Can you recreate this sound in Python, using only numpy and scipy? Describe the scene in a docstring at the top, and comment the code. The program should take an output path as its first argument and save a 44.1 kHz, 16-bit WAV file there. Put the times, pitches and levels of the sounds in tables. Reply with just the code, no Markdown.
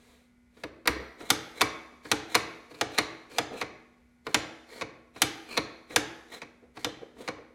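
"""A hand brushes along its rest, and the bolt handle of a rifle held in a plastic vise knocks as it is turned.
Then, eight times, the bolt jerks free, scrapes back (once with a faint high tick), clacks against its
rear stop and is pushed home. Each blow is a burst of noise bands plus ringing steel; low modes of stock
and vise thump a moment later. Wood creaks now and then, and a small, live workshop rings after every blow.
Faint noise of still air and a steady electric hum, made of sines, run throughout."""
import sys
import numpy as np
from scipy import signal
from scipy.fft import rfft, irfft
from scipy.io import wavfile

SR = 44100
rng = np.random.default_rng(int(sys.argv[2]) if len(sys.argv) > 2 else 0)


def output_pcm(signal):
    """Save a mono or channel-first signal as 16-bit PCM at the path in sys.argv[1].

    Samples are clipped to [-1, 1] before scaling.
    """
    pcm = np.clip(np.atleast_2d(signal).T, -1, 1) * 32767
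    wavfile.write(sys.argv[1], SR, np.round(pcm).astype(np.int16))


N = 332514
TIME = np.arange(N) / SR
SHORT, LONG = TIME[:4096], TIME[:12288]  # time axes of single sounds [s]
BAND_HZ = 50 * 2 ** (np.arange(35) / 4)  # centres of the quarter-octave bands

# All levels of blows and scrapes are relative: rifle() sets their final loudness.
# knocks of the handle, and one faint high tick as the bolt slides back:
# (time [s], level [dB], favoured pitch [Hz], its boost [dB])
KNOCKS_AND_TICK = [(.566, -41, 2300, 1), (0.6345, -16, 588, 12), (0.8545, -19.5, 1300, 3),
                   (0.8739, 0, 2045, 9), (2.741, -34, 4115, 22)]
# the bolt jerks free, slides back and hits its rear stop:
# (jerk time [s], jerk level [dB], jerk pitch [Hz], scrape level [dB], stop time [s], stop level [dB],
#  hardness as treble tilt [dB per octave], stop pitch [Hz], its boost [dB])
PULLS = [(1.201, -27, 1320, -44, 1.3027, 1, .75, 1340, 2),
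         (2.048, -26, 1700, -45, 2.1150, -1.5, -.5, 790, 5.5),
         (2.707, -33, 700, -50, 2.8108, -5, -1.5, 741, 24),
         (3.309, -35, 480, -45, 3.3834, -4.5, -1, 736, 21),
         (4.2653, -16, 1200, -49.5, 4.344, 0, -1, 562, 3),
         (5.157, -27.5, 740, -48.5, 5.2185, 1.2, 1, 3290, 2.5),
         (5.901, -27.5, 2300, -44.5, 5.9603, .5, 0, 1630, 4.5),
         (6.767, -24, 778, -49.5, 6.8451, -9, -.7, 3450, 11)]
# the bolt slides forward, touches the breech and then seats:
# (time of top speed [s], scrape level [dB], singing of the steel [dB], speed left on arrival [0-1],
#  touch time [s], touch level [dB], seating level [dB], seating pitch [Hz], its boost [dB])
PUSHES = [(1.585, -43.5, -8, .95, 1.6091, -4.5, 0, 1101, 4.5),
          (2.335, -42, -4.5, 1, 2.3454, -7.5, .5, 2177, -1),
          (2.955, -43.5, -2, .95, 2.9788, -10, -1.5, 3940, 4),
          (3.575, -43, -5.5, .95, 3.6128, -11, -17, 1900, 5),
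          (4.715, -49, -7.5, 1, 4.8105, -16.5, -14.5, 500, 11.5),
          (5.525, -41, -1, .85, 5.5684, -14, -4.5, 4100, 9.5),
          (6.345, -41.5, -8.5, .2, 6.4170, -21, -30, 500, 10),
          (7.21, -50, -24, .65, 7.2766, -16, -14, 500, 13)]
# tone colour of knocks, tick and jerks: (frequency [Hz], relative level [dB])
KNOCK_COLOUR = [(150, -13), (350, 4), (700, -1.5), (1200, 1.5), (2300, 0), (3000, -9), (4200, -2),
                (6000, -18), (9000, -18), (13000, -21), (16000, -30.5)]
# tone colour of sliding: (frequency [Hz], relative level [dB])
SLIDE_COLOUR = [(150, -10), (300, 3), (480, 5.5), (650, 0), (1400, -5.5), (1900, -4), (2350, -3),
                (2850, -10), (4000, -5), (5000, -15.5), (7000, -13.5), (10000, -18.5), (16000, -29)]
THUMP_GROWTH = .62  # dB of thump for each dB of the blow


def undb(db):
    """Turn decibels into gain."""
    return 10 ** (np.asarray(db) / 20)


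def unit(x):
    """Scale to an energy of one."""
    return x / np.sqrt(np.sum(x ** 2, axis=-1, keepdims=True) + 1e-18)


def read(table, hz, axis=1):
    """Read one column of a table between its rows, along log frequency."""
    table = np.array(table)
    return np.interp(np.log(np.maximum(hz, 1)), np.log(table[:, 0]), table[:, axis])


def add(out, s, x):
    """Mix x into out from time s."""
    i = int(s * SR)
    out[i:i + len(x)] += x[:N - i]


def fade(t, t60):
    """Die away exponentially, by 60 dB in t60 seconds."""
    return np.exp(-np.log(1000) * t / t60)


def tilt(hz, tilt_db, edge_hz=7000):
    """Lean the spectrum towards the treble for harder contacts, most of all above the edge."""
    octaves = np.log2(np.maximum(hz, 300) / 2000)
    octaves_past_edge = np.log2(np.maximum(hz / edge_hz, 1))
    return tilt_db * (octaves + 4 * octaves_past_edge)


def shade(x, colour, tilt_db=0):
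    """Shape the spectrum of a signal and give it an rms of one."""
    hz = np.fft.rfftfreq(len(x), 1 / SR)
    gain = undb(read(colour, hz) + tilt(hz, tilt_db))
    return unit(irfft(rfft(x) * gain, len(x))) * np.sqrt(len(x))


def noise_bands(size):
    """Split noise into quarter-octave bands that overlap like triangles."""
    hz = np.fft.rfftfreq(size, 1 / SR) + 1
    octaves_away = np.abs(np.log2(hz) - np.log2(BAND_HZ[:, None]))
    share = np.maximum(1 - octaves_away * 4, 0)
    return irfft(rfft(rng.standard_normal(size)) * share, size)


def rifle():
    """What the rifle radiates in one direction: blows, scraping and creaks."""
    strokes = knocking() + pulling() + pushing()
    return undb(9.5) * strokes + undb(-1.5) * scraping() + creaks()


def knocking():
    """The handle knocks as it is turned; one faint high tick follows later, as the bolt slides back."""
    knocks = [(s, db, hardness(db), hz, boost_db) for s, db, hz, boost_db in KNOCKS_AND_TICK]
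    steel = blows(knocks, KNOCK_COLOUR, press_s=.0015, ease_s=.0003, ring_db=-9, axis=2)
    return steel + thumps(knocks, level_db=-11.5)


def pulling():
    """The bolt jerks free and is thrown against its rear stop."""
    # tone colour of the rear stop: (frequency [Hz], relative level [dB])
    rear_colour = [(150, -15), (300, -6), (600, -2), (800, -8.5), (1200, 0), (2300, -0.5), (2800, -4.5),
                   (3600, 0.5), (5000, -6.5), (6500, -4.5), (8000, -12.5), (11000, -10.5), (13000, -18.5),
                   (16000, -29)]
    jerk_boost_db = 11  # lift of the favoured pitch
    jerks = [(s, db, hardness(db), hz, jerk_boost_db) for s, db, hz, *_ in PULLS]
    free = blows(jerks, KNOCK_COLOUR, press_s=.0015, ease_s=.0003, ring_db=-9, axis=2)
    free = free + thumps(jerks, level_db=-11)
    stop = blows(rear_stops(), rear_colour, press_s=.0013, ease_s=.00014, ring_db=-8.5, axis=1)
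    return free + stop + thumps(rear_stops(), level_db=-9.7)


def pushing():
    """The bolt touches the breech, then seats with the weight of the hand behind it."""
    # tone colour of touch and seating: (frequency [Hz], relative level [dB])
    front_colour = [(150, -7.5), (300, -4.5), (480, 4), (620, 1.5), (1100, 3), (1550, 0), (2300, 3.5),
                    (2850, -10), (4100, 2), (5000, -11), (6300, -7.5), (7500, -16.5), (10000, -13),
                    (16000, -33.5)]
    touch_hz, touch_boost_db = 2150, 6  # region favoured by the touch
    touches = [(s, db, hardness(db), touch_hz, touch_boost_db) for _, _, _, _, s, db, *_ in PUSHES]
    steel = blows(touches + seatings(), front_colour, press_s=.0016, ease_s=.00006, ring_db=-7, axis=2)
    return steel + thumps(seatings(), level_db=-11)


def rear_stops():
    """The blow that ends each pull."""
    return [row[4:] for row in PULLS]


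def seatings():
    """The blow that ends each push, a few milliseconds after the touch; a gentler push takes longer."""
    delay_s, delay_s_per_db = .0056, .00017  # delay at 0 dB, and how much each dB shortens it
    return [(s + delay_s - delay_s_per_db * db, db, hardness(db), hz, boost_db)
            for *_, s, _, db, hz, boost_db in PUSHES]


def hardness(db):
    """Treble tilt of a contact: the stronger the blow, the brighter."""
    soft_tilt_db, hard_tilt_db = -1.8, .8  # per octave, for the faintest contact and for a blow of 0 dB
    return soft_tilt_db + (hard_tilt_db - soft_tilt_db) * undb(db)


def contact(hz, tilt_db, focus_hz, focus_db, octaves=0.13):
    """Weight in dB of each frequency: hardness tilts it, the point of contact favours one region."""
    return tilt(hz, tilt_db) + focus_db * np.exp(-(np.log2(hz / focus_hz) / octaves) ** 2)


def blows(rows, colour, press_s, ease_s, ring_db, axis, softening=.3):
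    """Steel hits steel: each row (s, dB, tilt, favoured Hz, boost) gives a clack and the ring of the action."""
    # ringing of the action: (frequency [Hz], relative level at the rear stop [dB],
    #  relative level at the front stop [dB], time to fade by 60 dB [s])
    steel_modes = [(692, -7, -11, 0.077), (813, 14, -25, 0.027), (1100.5, -25, 7, 0.075),
                   (1392, -2.5, -7, 0.024), (2240, -19.5, -8, .05), (2264, 3, 1, 0.14),
                   (2526, 5, 4.5, 0.027), (2910, -1.5, -7.5, 0.17), (3584, 3.5, -13, 0.12),
                   (4100, -15, -29, .05), (4210, 4.5, 0, 0.078), (4470, -6, -8.5, 0.11),
                   (5300, -5.5, -11.5, .04), (5832, -10, -2, 0.055), (6070, 0, -13.5, 0.086)]
    out = np.zeros(N)
    for s, db, tilt_db, focus_hz, focus_db in rows:
        touch = tilt_db, focus_hz, focus_db
        held_s = press_s * np.exp(-softening * tilt_db)  # a dull contact is a slow one
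        attack_s = ease_s * min(undb(-db), 20)  # light touches ease into contact
        steel = unit(sum(undb(mode[axis] + contact(mode[0], *touch)) * ring(SHORT, mode[0], mode[3], attack_s)
                         for mode in steel_modes))
        band_db = read(colour, BAND_HZ) + contact(BAND_HZ, *touch)
        add(out, s, undb(db) * clack(band_db, attack_s, held_s))
        add(out, s, undb(db + ring_db) * steel)
    return out


def clack(band_db, attack_s, press_s, bend_cycles=1.5):
    """Dense short vibration: it holds while the parts press together, and low bending waves build up later."""
    # fading of the damped vibration of the whole rifle: (frequency [Hz], time to fade by 60 dB [s])
    clack_t60 = [(200, 0.099), (800, .055), (2000, .042), (5000, 0.02), (12000, 0.016)]
    t, hz = SHORT, BAND_HZ[:, None]
    rise_s = attack_s + bend_cycles / np.maximum(hz, 130)
    swell = 1 - np.exp(-(t / rise_s) ** 2)
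    decay = fade(np.maximum(t - press_s - attack_s, 0), read(clack_t60, hz))
    bands = unit(noise_bands(size=len(t)) * swell * decay)
    # higher bands are wider, so they carry more energy
    return unit((undb(band_db) * np.sqrt(BAND_HZ)) @ bands)


def ring(t, hz, t60, lag=0., spread=.004):
    """One mode, swelling over its lag; the grip detunes it a little at each blow."""
    detuned_hz = hz * (1 + spread * rng.standard_normal())
    wave = np.sin(2 * np.pi * detuned_hz * t) * rng.choice([-1, 1])
    swell = 1 - np.exp(-(t / (lag + 1 / hz)) ** 2)
    return unit(wave * fade(t, t60) * swell)


def thumps(rows, level_db):
    """The stock answers each blow with a thump, which weakens less than the clack when the blow is light."""
    # modes of the wooden stock:
    # (frequency [Hz], relative level [dB], time to fade by 60 dB [s], lag [s])
    stock_modes = [(97, -7.5, .13, .012), (126.8, -6.5, 0.19, 0.01), (168, -11, .12, 0.0073),
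                   (264.5, -6, 0.033, 0.0043), (290, -4, 0.13, .012), (326, 1, 0.09, 0.019),
                   (435.1, -3, 0.15, .004), (474.5, -4, .08, .003), (533, -10, 0.02, 0.0022)]
    out = np.zeros(N)
    for s, db, *_ in rows:
        add(out, s, undb(level_db + THUMP_GROWTH * db) * body(stock_modes))
    return out


def body(modes):
    """Low modes that take some milliseconds to swing up."""
    return unit(sum(undb(db) * ring(LONG, hz, t60, lag) for hz, db, t60, lag in modes))


def scraping():
    """The bolt slides once for each pull and each push."""
    take_up_s, breakaway_speed = .035, .68  # a pull takes up slack, breaks free at this share of top speed
    run_up_s, halt_s = .078, .015  # a push gathers speed slowly; a stop ends either stroke
    back = sum(slide([jerk - take_up_s, jerk, stop, stop + halt_s], [0, breakaway_speed, 1, 0],
                     db, singing_db=-10)
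               for jerk, _, _, db, stop, *_ in PULLS)
    forward = sum(slide([fastest - run_up_s, fastest, touch, touch + halt_s], [0, 1, arrival, 0],
                        db, singing_db)
                  for fastest, db, singing_db, arrival, touch, *_ in PUSHES)
    return back + forward


def slide(times, speeds, db, singing_db):
    """The bolt scrapes along its raceway, its amplitude growing with the square of its speed."""
    # resonances of the bolt that rubbing sets singing:
    # (frequency [Hz], relative level [dB], time to fade by 60 dB [s])
    singing_modes = [(2310, 0, .009), (4150, -1, .011)]
    out = np.zeros(N)
    speed = np.interp(times[0] + LONG, times, speeds)
    grit = catches(grain_db=3.6, chatter_db=3.3, chatter_hz=110)
    bolt = sum(undb(mode_db) * ring(SHORT, hz, t60) for hz, mode_db, t60 in singing_modes)
    singing = unit(signal.fftconvolve(grit, bolt)[:len(LONG)]) * np.sqrt(len(LONG))
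    scrape = shade(grit, SLIDE_COLOUR, tilt_db=.2) + undb(singing_db) * singing
    add(out, times[0], undb(db) * speed ** 2 * scrape)
    return out


def catches(grain_db=3.0, chatter_db=3.0, chatter_hz=110):
    """Tiny catches of one surface on another under an uneven pressure."""
    size = len(LONG)
    pressure = undb(chatter_db * np.interp(LONG * chatter_hz, np.arange(size), rng.standard_normal(size)))
    grains = undb(grain_db * np.minimum(rng.exponential(size=size), 5))
    return pressure * rng.standard_normal(size) * grains


def creaks(attack_s=.005, release_s=.015):
    """The stock shifts under the hand: wood slips on the pads of the vise in short, dull stutters."""
    # (time [s], length before the release [s], level [dB])
    slips = [(.96, .06, -45), (1.21, .03, -45), (1.92, .015, -52), (3.505, .06, -41), (4.275, .02, -38),
             (5.918, .03, -47), (6.617, .035, -56), (6.86, .03, -43), (7.012, .018, -43),
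             (7.165, .08, -45.5), (7.37, .04, -52)]
    # tone colour of the wood: (frequency [Hz], relative level [dB])
    creak_colour = [(120, -18), (300, -4), (470, 2), (700, -9), (1300, -20), (2300, -25), (5000, -42),
                    (16000, -62)]
    out = np.zeros(N)
    for s, length_s, db in slips:
        envelope = np.interp(LONG, [0, attack_s, length_s, length_s + release_s], [0, 1, 1, 0])
        stutter = catches(grain_db=4.0, chatter_db=4.0, chatter_hz=130)
        add(out, s, undb(db) * envelope * shade(stutter, creak_colour))
    return out


def vise():
    """The vise rocks as the handle is levered, very faintly at the tick, and less when the bolt meets a stop."""
    # modes of the plastic vise:
    # (frequency [Hz], relative level [dB], time to fade by 60 dB [s], lag [s])
    vise_modes = [(48, -9.5, .15, .01), (64.4, 5.5, .3, 0.014), (82.5, -6.5, 0.23, .01)]
    knock_db, stop_db = -17.5, -30  # rocking, before scene() raises it
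    drop_s, drop_db = .075, -8  # the rocked vise drops back onto the bench
    out = np.zeros(N)
    for s, db, *_ in KNOCKS_AND_TICK:
        add(out, s, undb(db + knock_db) * body(vise_modes))
        add(out, s + drop_s, undb(db + knock_db + drop_db) * body(vise_modes))
    for s, db, *_ in rear_stops() + seatings():
        add(out, s, undb(THUMP_GROWTH * db + stop_db) * body(vise_modes))
    return out


def brushing():
    """The hand brushes along the rest while reaching: each brush of skin swells and dies away."""
    # (time of the peak [s], half length [s], level [dB])
    brushes = [(.09, .15, -62), (.61, .06, -62)]
    envelope = sum(undb(db) * np.exp(-((TIME - s) / half_s) ** 2) for s, half_s, db in brushes)
    return envelope * shade(rng.standard_normal(N), SLIDE_COLOUR, tilt_db=.5)


def walls(x, build_s=0.0013, linger_t60=1.2):
    """A diffuse tail fades at its own pace in each band; a fainter one lingers in the far corners."""
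    # the workshop: (frequency [Hz], time to fade by 60 dB [s],
    #  relative echo level [dB], relative lingering echo level [dB])
    room = [(80, 0.24, -4.5, -22), (198, 0.58, -2, -23), (405, 0.84, -5, -19.5), (870, 0.68, -6.5, -17.5),
            (1970, 0.66, -6.5, -17.5), (3940, 0.54, -11, -22), (6000, 0.42, -9, -21),
            (8700, 0.24, -10.5, -25), (15000, 0.11, -13, -26)]
    t, hz = TIME[:SR], BAND_HZ[:, None]
    bands = noise_bands(size=SR) * (1 - np.exp(-(t / build_s) ** 2))
    near = unit(bands * fade(t, read(room, hz))) * undb(read(room, hz, axis=2))
    far = unit(noise_bands(size=SR) * fade(t, linger_t60)) * undb(read(room, hz, axis=3))
    echo = unit(np.sqrt(BAND_HZ)) @ (near + far)
    return signal.fftconvolve(x, echo)[:N]


def background():
    """Still air as shaped noise, and the steady hum of an appliance as sines."""
    # tone colour of still air: (frequency [Hz], relative level [dB])
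    air_colour = [(18, -49), (32, -23.5), (60, -16.5), (110, -23.5), (200, -23.5), (280, -30), (1250, -40),
                  (1600, -40.5), (2250, -36), (2700, -46), (11700, -53.5), (16000, -68.5)]
    # the hum: (frequency [Hz], rms level [dB])
    hum_tones = [(66.5, -74.5), (242.2, -65), (1443, -84), (2040, -82), (2283, -86)]
    air_db = -68.5  # rms
    hum = sum(undb(db) * np.sqrt(2) * np.sin(2 * np.pi * hz * TIME + rng.uniform(0, 2 * np.pi))
              for hz, db in hum_tones)
    return hum + undb(air_db) * shade(rng.standard_normal(N), air_colour)


def scene(bench_s=.0042, bench_db=-9, room_db=-8.5):
    """The direct sound, its bounce off the bench, and the room, which hears the rifle from several sides."""
    front = rifle() + undb(12) * vise() + brushing()
    above, behind = rifle(), rifle()
    echoes = walls(front) + walls(above) + walls(behind)
    out = front + undb(room_db) * echoes + background()
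    add(out, bench_s, undb(bench_db) * front)
    return out[None]


def record(dry):
    """The microphone rounds the sharpest peaks and cuts the top."""
    ceiling, top_hz = 0.63, 16000
    rounded = ceiling * np.tanh(dry / ceiling)
    return signal.sosfilt(signal.ellip(8, .2, 70, top_hz, fs=SR, output="sos"), rounded)


dry = scene()
out = record(dry)
output_pcm(out)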